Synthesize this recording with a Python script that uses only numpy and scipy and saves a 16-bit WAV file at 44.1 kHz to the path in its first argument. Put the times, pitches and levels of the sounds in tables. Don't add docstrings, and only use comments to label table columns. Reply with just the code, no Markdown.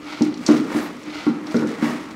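import sys
import numpy as np
from scipy import signal
from scipy.fft import rfft, irfft, next_fast_len
from scipy.io import wavfile
from scipy.ndimage import uniform_filter1d

SR = 44100
rng = np.random.default_rng(int(sys.argv[2]) if len(sys.argv) > 2 else 0)


def persist_wave(psi):
    counts = np.round(np.clip(psi, -1, 1) * 32767).astype(np.int16)
    wavfile.write(sys.argv[1], SR, np.atleast_2d(counts).T)


N = 94815

# (f/Hz, width/Hz, boost/dB)
BASKET_RESONANCES = [(623.4, 18, 6), (940, 35, 5), (1153, 91, 4.5), (1380, 45, 0.5), (1869, 43, 4),
                     (2035, 17, 7), (2247, 84, 4.5), (4020, 67, 2.5), (5140, 40, 2.5), (5560, 21, -0.5),
                     (6200, 14, 2)]


def undb(db):
    return 10 ** (np.asarray(db) / 20)


def unit(x):
    return x / np.sqrt(np.mean(x ** 2))


def on_log(hz, points):
    f, db = np.array(points, float).T
    return np.interp(np.log(hz + 1), np.log(f), db)


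def shape(x, points, peaks=()):
    half = next_fast_len(len(x))
    hz = np.fft.rfftfreq(2 * half, 1 / SR)
    peaks_db = sum(boost / (1 + (2 * (hz - f) / width) ** 2) for f, width, boost in peaks)
    cepstrum = irfft(np.log(unit(undb(on_log(hz, points) + peaks_db))))
    cepstrum[1:half] *= 2
    cepstrum[half + 1:] = 0
    return irfft(rfft(x, 2 * half) * np.exp(rfft(cepstrum)))[:len(x)]


def noise(points):
    return unit(shape(rng.standard_normal(N), points))


def walk(rate):
    width = max(int(SR / rate), 2)
    smoothed = uniform_filter1d(rng.standard_normal(N), width, mode="wrap")
    return unit(uniform_filter1d(smoothed, width, mode="wrap"))


def fade(t, t60):
    return np.exp(-np.log(1000) * t / t60)


def add(out, start, x):
    i = int(start * SR)
    out[i:i + len(x)] += x[:N - i]


def swell(t, rows):
    bells = (undb(db) * np.exp(-((t - at) / np.where(t < at, rise, fall)) ** 2 / 2)
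             for at, rise, fall, db in rows)
    return np.sqrt(sum(bell ** 2 for bell in bells) + 1e-18)


def shot_noise(t, swells, spectrum, per_s=1800, impulse_share=0.45):
    impulses = (rng.random(N) < per_s / SR) * rng.choice([-1, 1], N)
    impulses = impulses * undb(2 * np.minimum(rng.exponential(size=N), 5))
    force = np.sqrt(impulse_share) * unit(impulses) + np.sqrt(1 - impulse_share) * rng.standard_normal(N)
    flutter = undb(1.69 * walk(99))
    return unit(shape(force, spectrum, BASKET_RESONANCES)) * flutter * swell(t, swells)


def background():
    spectrum = [(15, -58), (30, -26), (60, -15), (150, -7.5), (230, -1), (305, 2.5), (380, -4.5),
                (500, -7.5), (650, -12.5), (900, -16), (1250, -7), (1550, -19), (2100, -14), (3400, -25.5),
                (6000, -30.5), (9000, -38), (15500, -48.5)]
    return undb(-39.5 + 0.2 * walk(2.5)) * noise(spectrum)


def room(x, t):
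    tail = noise([(100, -13.5), (4000, -8), (15000, -21)]) * fade(t, t60=0.74) * (1 - np.exp(-t / 0.0027))
    return x + undb(-15) * signal.fftconvolve(x, tail / np.sqrt(np.sum(tail ** 2)))[:N]


def water(t):
    # (peak t/s, rise/s, fall/s, level/dB)
    sprays = [(.785, 0.042, 0.03, -40.5), (1.88, 0.032, .06, -46)]
    mists = [(0.832, .025, 0.03, -49.5), (1.894, 0.037, .05, -65)]
    crackles = [(.11, 0.094, 0.033, -52), (.245, 0.024, 0.033, -42.5), (.42, .035, .04, -46.5),
                (.58, 0.026, 0.06, -43), (1.02, 0.097, .03, -50.5), (1.22, 0.12, 0.15, -54),
                (1.56, 0.04, 0.045, -42), (1.685, .012, 0.052, -43.5), (2.07, 0.065, 0.077, -50.5)]
    # (f/Hz, relative level/dB)
    spray_spectrum = [(1500, 2), (4000, -14), (7500, -6.5), (10000, -10), (15000, -18)]
    mist_spectrum = [(1000, -38), (7000, -14), (11500, 6), (14000, 3), (15500, -1)]
    crackle_spectrum = [(200, -37), (2000, 6), (4500, 2), (7500, -3.5), (10500, -12.5), (15000, -19)]
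    droplets = shot_noise(t, sprays, spray_spectrum) + shot_noise(t, mists, mist_spectrum)
    return droplets + shot_noise(t, crackles, crackle_spectrum, per_s=500, impulse_share=0.74)


def friction(t):
    # (peak t/s, rise/s, fall/s, level/dB)
    slides = [(0.133, 0.056, 0.12, -35.5), (1.184, 0.075, 0.086, -34.5)]
    whirls = [(0.533, 0.059, 0.039, -28), (.775, 0.079, .085, -29), (1.6, 0.12, 0.21, -35.5),
              (1.875, 0.047, 0.046, -26), (1.961, 0.072, .09, -35.5)]
    rasps = [(.235, 0.035, 0.042, -54), (0.505, 0.026, 0.039, -37), (1.56, 0.042, 0.064, -50.5),
             (1.69, 0.016, 0.1, -63)]
    # (f/Hz, relative level/dB)
    slide_spectrum = [(30, -45), (500, -2.5), (850, 4.5), (1150, -3.5), (1400, 9.5), (1650, -4),
                      (2050, 3.5), (3000, -1.5), (4500, -3), (6500, -12.5), (9000, -23), (15000, -34)]
    whirl_spectrum = [(30, -61), (140, -27.5), (300, 16.5), (450, 3), (620, 5), (1100, 3), (1600, 0.5),
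                      (2000, 0.5), (3000, -7.5), (5500, -12.5), (8500, -19.5), (15000, -31.5)]
    rasp_spectrum = [(800, -71), (2600, 8), (4100, 6), (6200, 7), (7500, -8), (10000, -22), (15000, -69)]
    return (shot_noise(t, slides, slide_spectrum) + shot_noise(t, whirls, whirl_spectrum)
            + shot_noise(t, rasps, rasp_spectrum))


def bucket_hum(t):
    swells = [(.13, 0.083, 0.11, -38), (1.085, 0.018, 0.03, -29.5), (1.17, 0.015, 0.023, -29),
              (1.36, 0.017, 0.12, -31), (2.03, 0.3, .12, -41)]
    mode_hz, waver_hz, roughness = 301, 2.18, 0.22
    phase = 2 * np.pi * np.cumsum(mode_hz + waver_hz * walk(48)) / SR
    in_phase = np.sin(phase) * (1 + roughness * walk(81))
    quadrature = roughness * walk(100) * np.cos(phase)
    return unit(in_phase + quadrature) * swell(t, swells)


def drive_clicks(t):
    clicks = [(0.221, -26.5, 0), (0.3411, -34.5, -12), (0.374, -39, -8), (0.4626, -27, -3),
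              (0.465, -18, -2), (0.4678, -29.5, -2), (0.48, -30, 4), (0.575, -38.5, 6), (1.036, -43, 2),
              (1.2554, -45, -1), (1.4688, -34.5, -12), (1.5094, -35, -18), (1.567, -31, -6),
              (1.672, -39.5, 6)]
    spectrum = [(1000, -37), (2800, -13), (4000, 0.5), (4600, 4.5), (5050, -1), (5550, 7), (6300, 0),
                (7500, -3), (10000, -16), (15000, -40)]
    out, t = np.zeros(N), t[:SR // 2]
    envelope = np.exp(-t / 0.0028) + undb(-13) * fade(t, t60=0.14)
    for start, db, tilt in clicks:
        tilted = [(hz, level + tilt * np.log2(hz)) for hz, level in spectrum]
        burst = envelope * rng.standard_normal(len(t))
        add(out, start, undb(db) * shape(burst, tilted, BASKET_RESONANCES))
    return signal.sosfilt(signal.butter(2, 1500, "high", fs=SR, output="sos"), out)


def bucket_thumps(t):
    blows = [(0.2091, -11.5, -8, -19.5, -17, -39), (0.4887, -9, -7.5, -5, -15, -18.5),
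             (.502, -22.5, -10, -27, -26, -19), (0.589, -20.5, -14, -49, -57, -42),
             (0.7487, -15.5, -14.5, -20.5, -25, -26.5), (1.267, -16.5, -9, -28, -15, -24.5),
             (1.298, -18, -17.5, -21, -35, -30), (1.5443, -10, -21, -2, -28.5, -16),
             (1.622, -18, -17.5, -16, -22.5, -29), (1.645, -16, -23, -41, -47, -44),
             (1.8253, -13, -12, -33, -32, -28), (2.092, -35, -35, -36, -26, -36)]
    bands = [232, 295, 450, 900, 1400]
    modes = [(140.8, -26, 0.52), (195, -21, 0.47), (233.1, -2, 0.28), (292, -34, 0.12), (302.86, -3, 0.37),
             (338.8, -8.5, 0.27), (398.4, -13.5, 0.084), (479, -18.5, 0.14), (623, -16.5, 0.14),
             (796, -18.5, 0.3), (909, -17, 0.11), (1108, -14, 0.11), (1383, -9.5, 0.12), (1878, -21, 0.11)]
    wall_spectrum = [(25, -58), (60, -66.5), (110, -8.5), (190, 1.5), (300, 3), (480, -6), (700, -12.5),
                     (1400, -9), (2600, -23), (6000, -60), (15000, -63)]
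    wall_peaks = [(247, 30, 4), (302.5, 8.5, 4), (476, 33, 4), (1400, 240, 5)]
    soft_hz, soft_db = 2640, -10
    drop_s, fall_s, drop_to = 0.0234, 0.0017, 0.6
    contact_db, cutoff_hz = 10.5, 135
    out, t = np.zeros(N), t[:SR]
    build_up = 1 - 0.65 * np.exp(-t / 0.012)
    drop = drop_to + (1 - drop_to) * (1 - np.tanh((t - drop_s) / fall_s)) / 2
    crack = undb(-7) * np.exp(-t / 0.006)
    wall_ring = undb(-10) * (1 - np.exp(-t / 0.002)) * fade(t, t60=0.96)
    grid_hz = np.geomspace(25, SR / 2, num=120)
    wall_db = on_log(grid_hz, wall_spectrum)
    for start, *levels in blows:
        spectrum = list(zip(bands, levels)) + [(soft_hz, np.mean(levels) + soft_db)]
        detune = 1 + 0.0034 * rng.standard_normal(len(modes))
        ring = sum(undb(db + on_log(hz, spectrum)) * np.sin(2 * np.pi * hz * detune[k] * t) * fade(t, t60)
                   for k, (hz, db, t60) in enumerate(modes))
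        force = (crack + wall_ring) * rng.standard_normal(len(t))
        force[0] += undb(contact_db)
        blow_db = on_log(grid_hz, spectrum)
        gain = np.sqrt(np.average(undb(blow_db) ** 2, weights=grid_hz * undb(wall_db) ** 2))
        walls = gain * shape(force, list(zip(grid_hz, wall_db + blow_db)), wall_peaks)
        add(out, start, 2 * build_up * drop * ring + walls)
    return signal.sosfilt(signal.butter(3, cutoff_hz, "high", fs=SR, output="sos"), out)


def scene():
    t = np.arange(N) / SR
    swish = friction(t) + water(t)
    rumble = background()
    bucket = bucket_thumps(t) + bucket_hum(t)
    return (rumble + room(drive_clicks(t) + swish, t) + bucket)[None]


def record(dry):
    return signal.sosfilt(signal.ellip(10, .2, 80, 15750, fs=SR, output="sos"), dry)


dry = scene()
out = record(dry)
persist_wave(out)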